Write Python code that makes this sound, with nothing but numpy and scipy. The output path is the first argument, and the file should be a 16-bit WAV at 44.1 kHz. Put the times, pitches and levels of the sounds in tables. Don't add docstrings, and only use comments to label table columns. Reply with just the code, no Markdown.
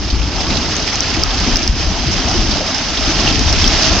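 import sys
import numpy as np
from scipy import signal
from scipy.fft import rfft, irfft, next_fast_len
from scipy.io import wavfile
from scipy.ndimage import minimum_filter1d

SR = 44100
rng = np.random.default_rng(int(sys.argv[2]) if len(sys.argv) > 2 else 0)


def bounce(signal):
    frames = np.transpose(np.atleast_2d(signal))
    limited = np.clip(frames, -1, 1)
    pcm = np.round(limited * 32767).astype(np.int16)
    wavfile.write(sys.argv[1], SR, pcm)


N = 4 * SR

# frequency in Hz, left minus right in dB.
STEREO_BALANCE = [(25, 6.5), (100, 1.5), (700, 1.05), (1300, 2.4), (1900, -0.6), (2600, -4.5), (4300, -2.5),
                  (5200, -5), (6200, 2.5), (7500, -8)]


def from_db(db):
    return 10 ** (np.asarray(db) / 20)


def unit_rms(x):
    return x / np.sqrt(np.mean(x ** 2) + 1e-20)


def envelope(rows):
    return from_db(np.interp(np.arange(N) / SR, *np.transpose(rows)))


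def at_hz(rows, hz):
    freqs, values = np.transpose(rows)
    return np.interp(np.log(hz), np.log(freqs), values)


def pan(db):
    return from_db(np.array([[.5], [-.5]]) * db)


def bandpass(x, lo_hz, hi_hz):
    return signal.sosfilt(signal.butter(2, [lo_hz, hi_hz], "band", fs=SR, output="sos"), x)


def drift(rate_hz):
    step = 40
    pole = np.exp(-2 * np.pi * step * rate_hz / SR)
    noise = rng.standard_normal(N // step + 2002)
    slow = signal.lfilter([1], [1, -2 * pole, pole * pole], noise)[2000:]
    return np.interp(np.arange(N) / step, np.arange(len(slow)), unit_rms(slow))


def add(out, start_s, sound):
    i = int(start_s * SR)
    out[:, i:i + sound.shape[-1]] += sound[..., :N - i]


def ring_down(t, attack_s, t60):
    return (1 - np.exp(-t / attack_s)) * from_db(-60 * t / t60)


def wash(spectrum, lo_hz, hi_hz, flicker_db, flicker_hz, bands):
    # frequency in Hz, correlation.
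    likeness = [(25, 0.38), (60, 0.8), (150, 0.92), (700, 0.99), (1500, 0.81), (3200, 0.83), (5000, 0.44),
                (8000, 0.65)]
    out, edges = 0, np.geomspace(lo_hz, hi_hz, bands + 1)
    white = rng.standard_normal((2, 2, N + SR // 4))
    for k, (low, high) in enumerate(zip(edges, edges[1:])):
        mid, side = bandpass(white[k % 2], low, high)[:, -N:]
        hz = np.sqrt(low * high)
        alike = at_hz(likeness, hz)
        stereo = np.sqrt(1 + alike) * mid + np.sqrt(1 - alike) * side * [[1], [-1]]
        gain = from_db(at_hz(spectrum, hz) + flicker_db * drift(flicker_hz))
        out = out + gain * pan(at_hz(STEREO_BALANCE, hz)) * stereo
    return unit_rms(out)


def bubbles(spectrum, lo_hz, hi_hz, per_s, cycles, size_db, spread_rad, pitches):
    out = np.zeros((2, N))
    floor = 1e-9 * np.sin(np.arange(N))
    for hz in np.geomspace(lo_hz, hi_hz, pitches):
        gap, size, sign, place = rng.random((2000, 4)).T
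        onsets = (np.cumsum(-np.log(1 - gap)) * pitches / per_s * SR).astype(int)
        height = from_db(size_db * np.minimum(-np.log(1 - size), 4)) * np.sign(sign - .5)
        angle = np.pi / 4 + spread_rad * (2 * place - 1)
        kicks, inside = np.zeros((2, N)), onsets < N
        kicks[:, onsets[inside]] = (height * [np.cos(angle), np.sin(angle)])[:, inside]
        pole, omega = from_db(-60 * hz / (cycles * SR)), 2 * np.pi * hz / SR
        rings = signal.lfilter([1, 0, -1], [1, -2 * pole * np.cos(omega), pole * pole], kicks + floor)
        out += rings * hz * from_db(at_hz(spectrum, hz)) * pan(at_hz(STEREO_BALANCE, hz))
    return unit_rms(bandpass(out, lo_hz / 1.01, hi_hz * 0.8))


def rumble():
    # time in seconds, level in dB.
    surges = [(0.0, -17.5), (0.09, -21.5), (0.21, -16), (0.36, -23), (0.5, -17.5), (0.62, -20.5),
              (0.77, -26), (1.08, -24.5), (1.27, -17.5), (1.38, -21), (1.46, -16.5), (1.65, -19),
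              (1.78, -21.5), (1.9, -18), (1.98, -25), (2.06, -18), (2.13, -22), (2.42, -17), (2.53, -17),
              (2.59, -25), (2.88, -28.5), (3.02, -20), (3.13, -22), (3.25, -17), (3.55, -13.5),
              (3.66, -13.5), (3.78, -20.5), (3.93, -15.5), (4.0, -21)]
    # frequency in Hz, relative level in dB.
    spectrum = [(11, -32), (18, 0.5), (65, 1.5), (130, -10.5), (170, -40), (290, -120)]
    return envelope(surges) * wash(spectrum, 24.2, 102.6, flicker_db=1.35, flicker_hz=16, bands=6)


def gulps():
    # time in seconds, level in dB.
    surges = [(0.0, -25.5), (0.33, -25.5), (0.52, -20), (0.64, -22.5), (0.78, -26.5), (1.02, -27),
              (1.17, -22.5), (1.3, -27.5), (1.48, -19), (1.73, -24), (1.88, -24.5), (1.98, -25),
              (2.08, -25), (2.16, -23), (2.42, -21.5), (2.56, -22.5), (2.78, -28.5), (3.0, -24),
              (3.1, -26.5), (3.17, -22), (3.33, -19.5), (3.5, -23), (3.63, -20.5), (3.8, -23), (3.95, -17),
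              (4.0, -23)]
    # frequency in Hz, relative level in dB.
    spectrum = [(59, -30), (100, 5), (146, -7), (199, -3), (318, -3), (460, -12.5), (600, -43),
                (1010, -120)]
    water = wash(spectrum, 116.2, 400, flicker_db=0, flicker_hz=6.7, bands=6)
    crowd = bubbles(spectrum, 113.4, 398.5, per_s=150, cycles=12.4, size_db=2.5, spread_rad=.19, pitches=14)
    return envelope(surges) * (from_db(-3.5) * water + from_db(-4.5) * crowd)


def slosh(spurt):
    # time in seconds, level in dB.
    surges = [(0.0, -34), (0.28, -31), (0.38, -25.5), (0.52, -25.5), (0.78, -27.0), (1.08, -28),
              (1.22, -26.5), (1.28, -28.5), (1.34, -26.5), (1.52, -25), (1.68, -32), (1.74, -33.5),
              (1.82, -27.5), (1.96, -28.5), (2.02, -29.5), (2.2, -27.5), (2.29, -24.5), (2.4, -27),
              (2.62, -27.5), (2.85, -27.5), (3.05, -25.5), (3.27, -24), (3.45, -26), (3.6, -24.5),
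              (3.7, -22.5), (3.84, -22), (4.0, -22.5)]
    # frequency in Hz, relative level in dB.
    spectrum = [(220, -31), (380, 1.5), (506, -7.5), (667, -0.5), (1120, -5.5), (1500, 1.5), (1950, -35),
                (3300, -120)]
    water = wash(spectrum, 399, 1357, flicker_db=1.44, flicker_hz=10, bands=6)
    crowd = bubbles(spectrum, 424, 1344, per_s=400, cycles=19.7, size_db=1.5, spread_rad=.25, pitches=20)
    return envelope(surges) * from_db(0.33 * spurt) * (from_db(-1.5) * water + from_db(-5) * crowd)


def spray(spurt):
    # time in seconds, level in dB.
    surges = [(0.0, -28.5), (0.09, -26.5), (0.14, -28), (0.22, -26.5), (0.31, -26), (0.4, -22),
              (0.53, -22.5), (0.63, -22), (0.72, -21), (0.9, -22), (1.05, -21.5), (1.17, -22), (1.27, -23),
              (1.35, -21.0), (1.52, -19.5), (1.58, -22), (1.68, -24), (1.705, -27.5), (1.74, -26.5),
              (1.78, -22), (1.85, -22.5), (1.92, -25), (2.02, -23.5), (2.13, -20.2), (2.2, -21),
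              (2.29, -20.5), (2.4, -21), (2.5, -22), (2.66, -22), (2.8, -21.5), (2.9, -22), (3.0, -20),
              (3.12, -18.5), (3.29, -17.5), (3.42, -20.5), (3.6, -17.5), (3.85, -16), (4.0, -18)]
    # frequency in Hz, relative level in dB.
    spectrum = [(1200, 1), (1650, 3), (2200, 2), (2900, 4.5), (3900, 1.5), (5000, 0.5), (6200, -5.5),
                (6900, -7.5), (7600, -65), (8400, -41)]
    hiss = wash(spectrum, 1304, 8400, flicker_db=1.16, flicker_hz=37, bands=14)
    drops = bubbles(spectrum, 1477, 6460, per_s=3500, cycles=18, size_db=3.5, spread_rad=.88, pitches=26)
    return envelope(surges) * (from_db(-3 + 0.87 * spurt) * hiss + from_db(-7.5 + 1.35 * spurt) * drops)


def showers():
    # start in seconds, level in dB, centre in Hz, swell in seconds, band edge over centre.
    landings = [(0.1, -23, 3680, 0.0047, 1.3), (0.405, -25, 4960, 0.003, 1.2),
                (0.503, -17, 2950, 0.0023, 1.4), (0.569, -17, 3800, 0.003, 1.27),
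                (1.145, -20.5, 2460, 0.0023, 1.25), (2.125, -29, 5400, 0.0059, 1.08),
                (2.28, -27, 5400, 0.0076, 1.15), (2.508, -21.5, 3940, 0.0082, 1.22),
                (2.968, -19.5, 3150, 0.006, 1.2), (3.267, -16, 2900, 0.008, 1.1),
                (3.675, -18.5, 5240, 0.003, 1.1), (3.821, -17, 4700, 0.0029, 1.1),
                (3.841, -17.5, 3900, 0.0043, 1.1)]
    out, t = np.zeros((2, N)), np.arange(SR // 8) / SR
    for start, db, hz, swell_s, width in landings:
        shared, left, right = bandpass(rng.standard_normal((3, len(t))), hz / width, hz * width)
        hiss = unit_rms(shared + 0.81 * np.array([left, right]))
        swell = t / swell_s * np.exp(1 - t / swell_s)
        add(out, start, pan(-2.5) * from_db(db) * swell * hiss)
    return out


def thumps():
    # start in seconds, level in dB, pitch in Hz, seconds to fall 60 dB.
    bursts = [(0.129, -2.5, 61.6, 0.13), (0.496, -6, 67, 0.084), (1.694, 1, 46, 0.11),
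              (1.87, -9.5, 53.3, 0.16), (2.39, -10, 55.3, 0.092), (3.46, -12, 80, 0.41)]
    out, t = np.zeros((2, N)), np.arange(SR // 3) / SR
    for start, db, hz, t60 in bursts:
        thump = ring_down(t, attack_s=0.0011, t60=t60) * np.sin(2 * np.pi * hz * t)
        add(out, start, pan(2.7) * from_db(db) * thump)
    return out


def glugs():
    # start in seconds, level in dB, pitch in Hz, seconds to fall 60 dB.
    large_bubbles = [(.49, -14.5, 304, .12), (.62, -19, 335, .11), (1.165, -13, 320, 0.14),
                     (1.325, -20.5, 770, 0.14), (1.469, -15, 245, 0.19), (1.895, -14.5, 179, 0.23),
                     (1.95, -17, 675, 0.1), (2.06, -11, 132, 0.21), (2.195, -19, 285, 0.13),
                     (2.275, -12, 740, .11), (2.35, -10, 361, 0.096), (2.378, -9, 222, 0.1),
                     (2.425, -17, 323, 0.16), (2.485, -16, 211, 0.15), (2.555, -11, 662, 0.064),
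                     (2.603, -12, 615, 0.12), (2.612, -15.5, 538, 0.11), (2.68, -16, 653, 0.12),
                     (2.72, -16, 262, 0.15), (2.81, -19, 238, 0.14), (3.072, -10, 280, .09),
                     (3.088, -7.5, 326, 0.093), (3.2, -17, 1070, 0.1), (3.272, -18, 826, .09),
                     (3.301, -24, 332, .11), (3.385, -17, 441, 0.14)]
    out, t = np.zeros((2, N)), np.arange(SR // 4) / SR
    rise, wobble = 0.17 * t, 0.035 * drift(rate_hz=45)
    for start, db, hz, t60 in large_bubbles:
        pitch = hz * (1 + rise + wobble[int(start * SR):][:len(t)])
        glug = ring_down(t, attack_s=0.0046, t60=t60) * np.sin(2 * np.pi * np.cumsum(pitch) / SR)
        add(out, start, pan(1.3) * from_db(db) * glug)
    return out


def splashes():
    # start in seconds, level in dB, pitch in Hz, left minus right in dB.
    slaps = [(0.555, -5.5, 3950, -8), (0.766, -5.5, 6570, 8.5), (.877, -7, 2420, -7),
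             (0.956, -4, 6450, 3.5), (1.0054, 2.5, 5860, 3.5), (1.2357, 3.5, 4740, -0.5),
             (1.401, -6, 5860, -7), (1.5576, 0, 5350, -7), (1.569, -5, 5750, 11.5), (1.630, -10, 5300, -12),
             (1.6768, 1, 5540, -7), (2.747, -4.5, 5060, -6), (2.782, -5.5, 5600, -1),
             (3.393, -0.5, 6330, -8), (3.527, -1.5, 5460, -9.5), (3.642, 2, 3300, -3.5)]
    ring_cycles, wander_rad, spatter_s = 23.2, 0.26, 0.0021
    out, t = np.zeros((2, N)), np.arange(SR // 20) / SR
    for start, db, hz, side_db in slaps:
        wander = wander_rad * np.cumsum(rng.standard_normal(len(t))) / np.sqrt(SR / hz)
        ping = ring_down(t, attack_s=0.00023, t60=ring_cycles / hz) * np.sin(2 * np.pi * hz * t + wander)
        spatter = from_db(-13.5) * np.exp(-t / spatter_s) * rng.standard_normal(len(t))
        add(out, start, pan(side_db) * from_db(db) * (ping + spatter))
    return bandpass(out, 1100, 6800)


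def cavern(x):
    t60, wall_hz, paths = 0.43, 2500, 8
    size = next_fast_len(N + SR)
    hz, echoes = np.arange(size // 2 + 1) * SR / size, 0
    for lag_s in rng.uniform(0.014, 0.055, paths):
        round_trip = from_db(-60 * lag_s / t60) * np.exp(-2j * np.pi * hz * lag_s)
        echoes = echoes + round_trip / (1 - round_trip)
    response = echoes / np.sqrt(paths) / (1 + 1j * hz / wall_hz)
    return irfft(rfft(x, size) * response, size)[:, :N]


def scene():
    spurt = drift(rate_hz=30)
    singles = glugs() + splashes() + showers()
    pool = rumble() + thumps() + gulps() + slosh(spurt) + spray(spurt)
    return pool + singles + from_db(-11) * cavern(singles)


def port(x, resonances):
    for hz, q, boost_db in resonances:
        omega, lift = 2 * np.pi * hz / SR, from_db(boost_db / 2)
        width, tuning = np.sin(omega) / (2 * q), -2 * np.cos(omega)
        zeros = [1 + width * lift, tuning, 1 - width * lift]
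        poles = [1 + width / lift, tuning, 1 - width / lift]
        x = signal.lfilter(zeros, poles, x)
    return x


def limiter(x):
    threshold_db, attack_s, hold_s, release_db_per_s = 4, 0.00025, 0.043, 97
    over_db = np.maximum(20 * np.log10(np.abs(x).max(axis=0) + 1e-9) - threshold_db, 0)
    hold = int(hold_s * SR)
    held_db = -minimum_filter1d(-over_db, hold, origin=(hold - 1) // 2)
    ramp = release_db_per_s * np.arange(N) / SR
    cut_db = np.maximum.accumulate(held_db + ramp) - ramp
    pole = np.exp(-1 / (attack_s * SR))
    return x * from_db(-signal.lfilter([1 - pole], [1, -pole], cut_db))


def record(dry):
    # frequency in Hz, Q, boost in dB.
    left_port = [(5990, 4.3, 13.5), (5400, 7.7, 2.5)]
    right_port = [(5060, 2.52, 7.4), (5125, 19, 5.75)]
    ringing = np.array([port(dry[0], left_port), port(dry[1], right_port)])
    dulled = signal.sosfilt(signal.butter(4, 7400, fs=SR, output="sos"), ringing)
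    clipped = np.clip(limiter(dulled), -1, 1)
    return signal.sosfilt(signal.ellip(10, .2, 90, 8400, fs=SR, output="sos"), clipped)


dry = scene()
out = record(dry)
bounce(out)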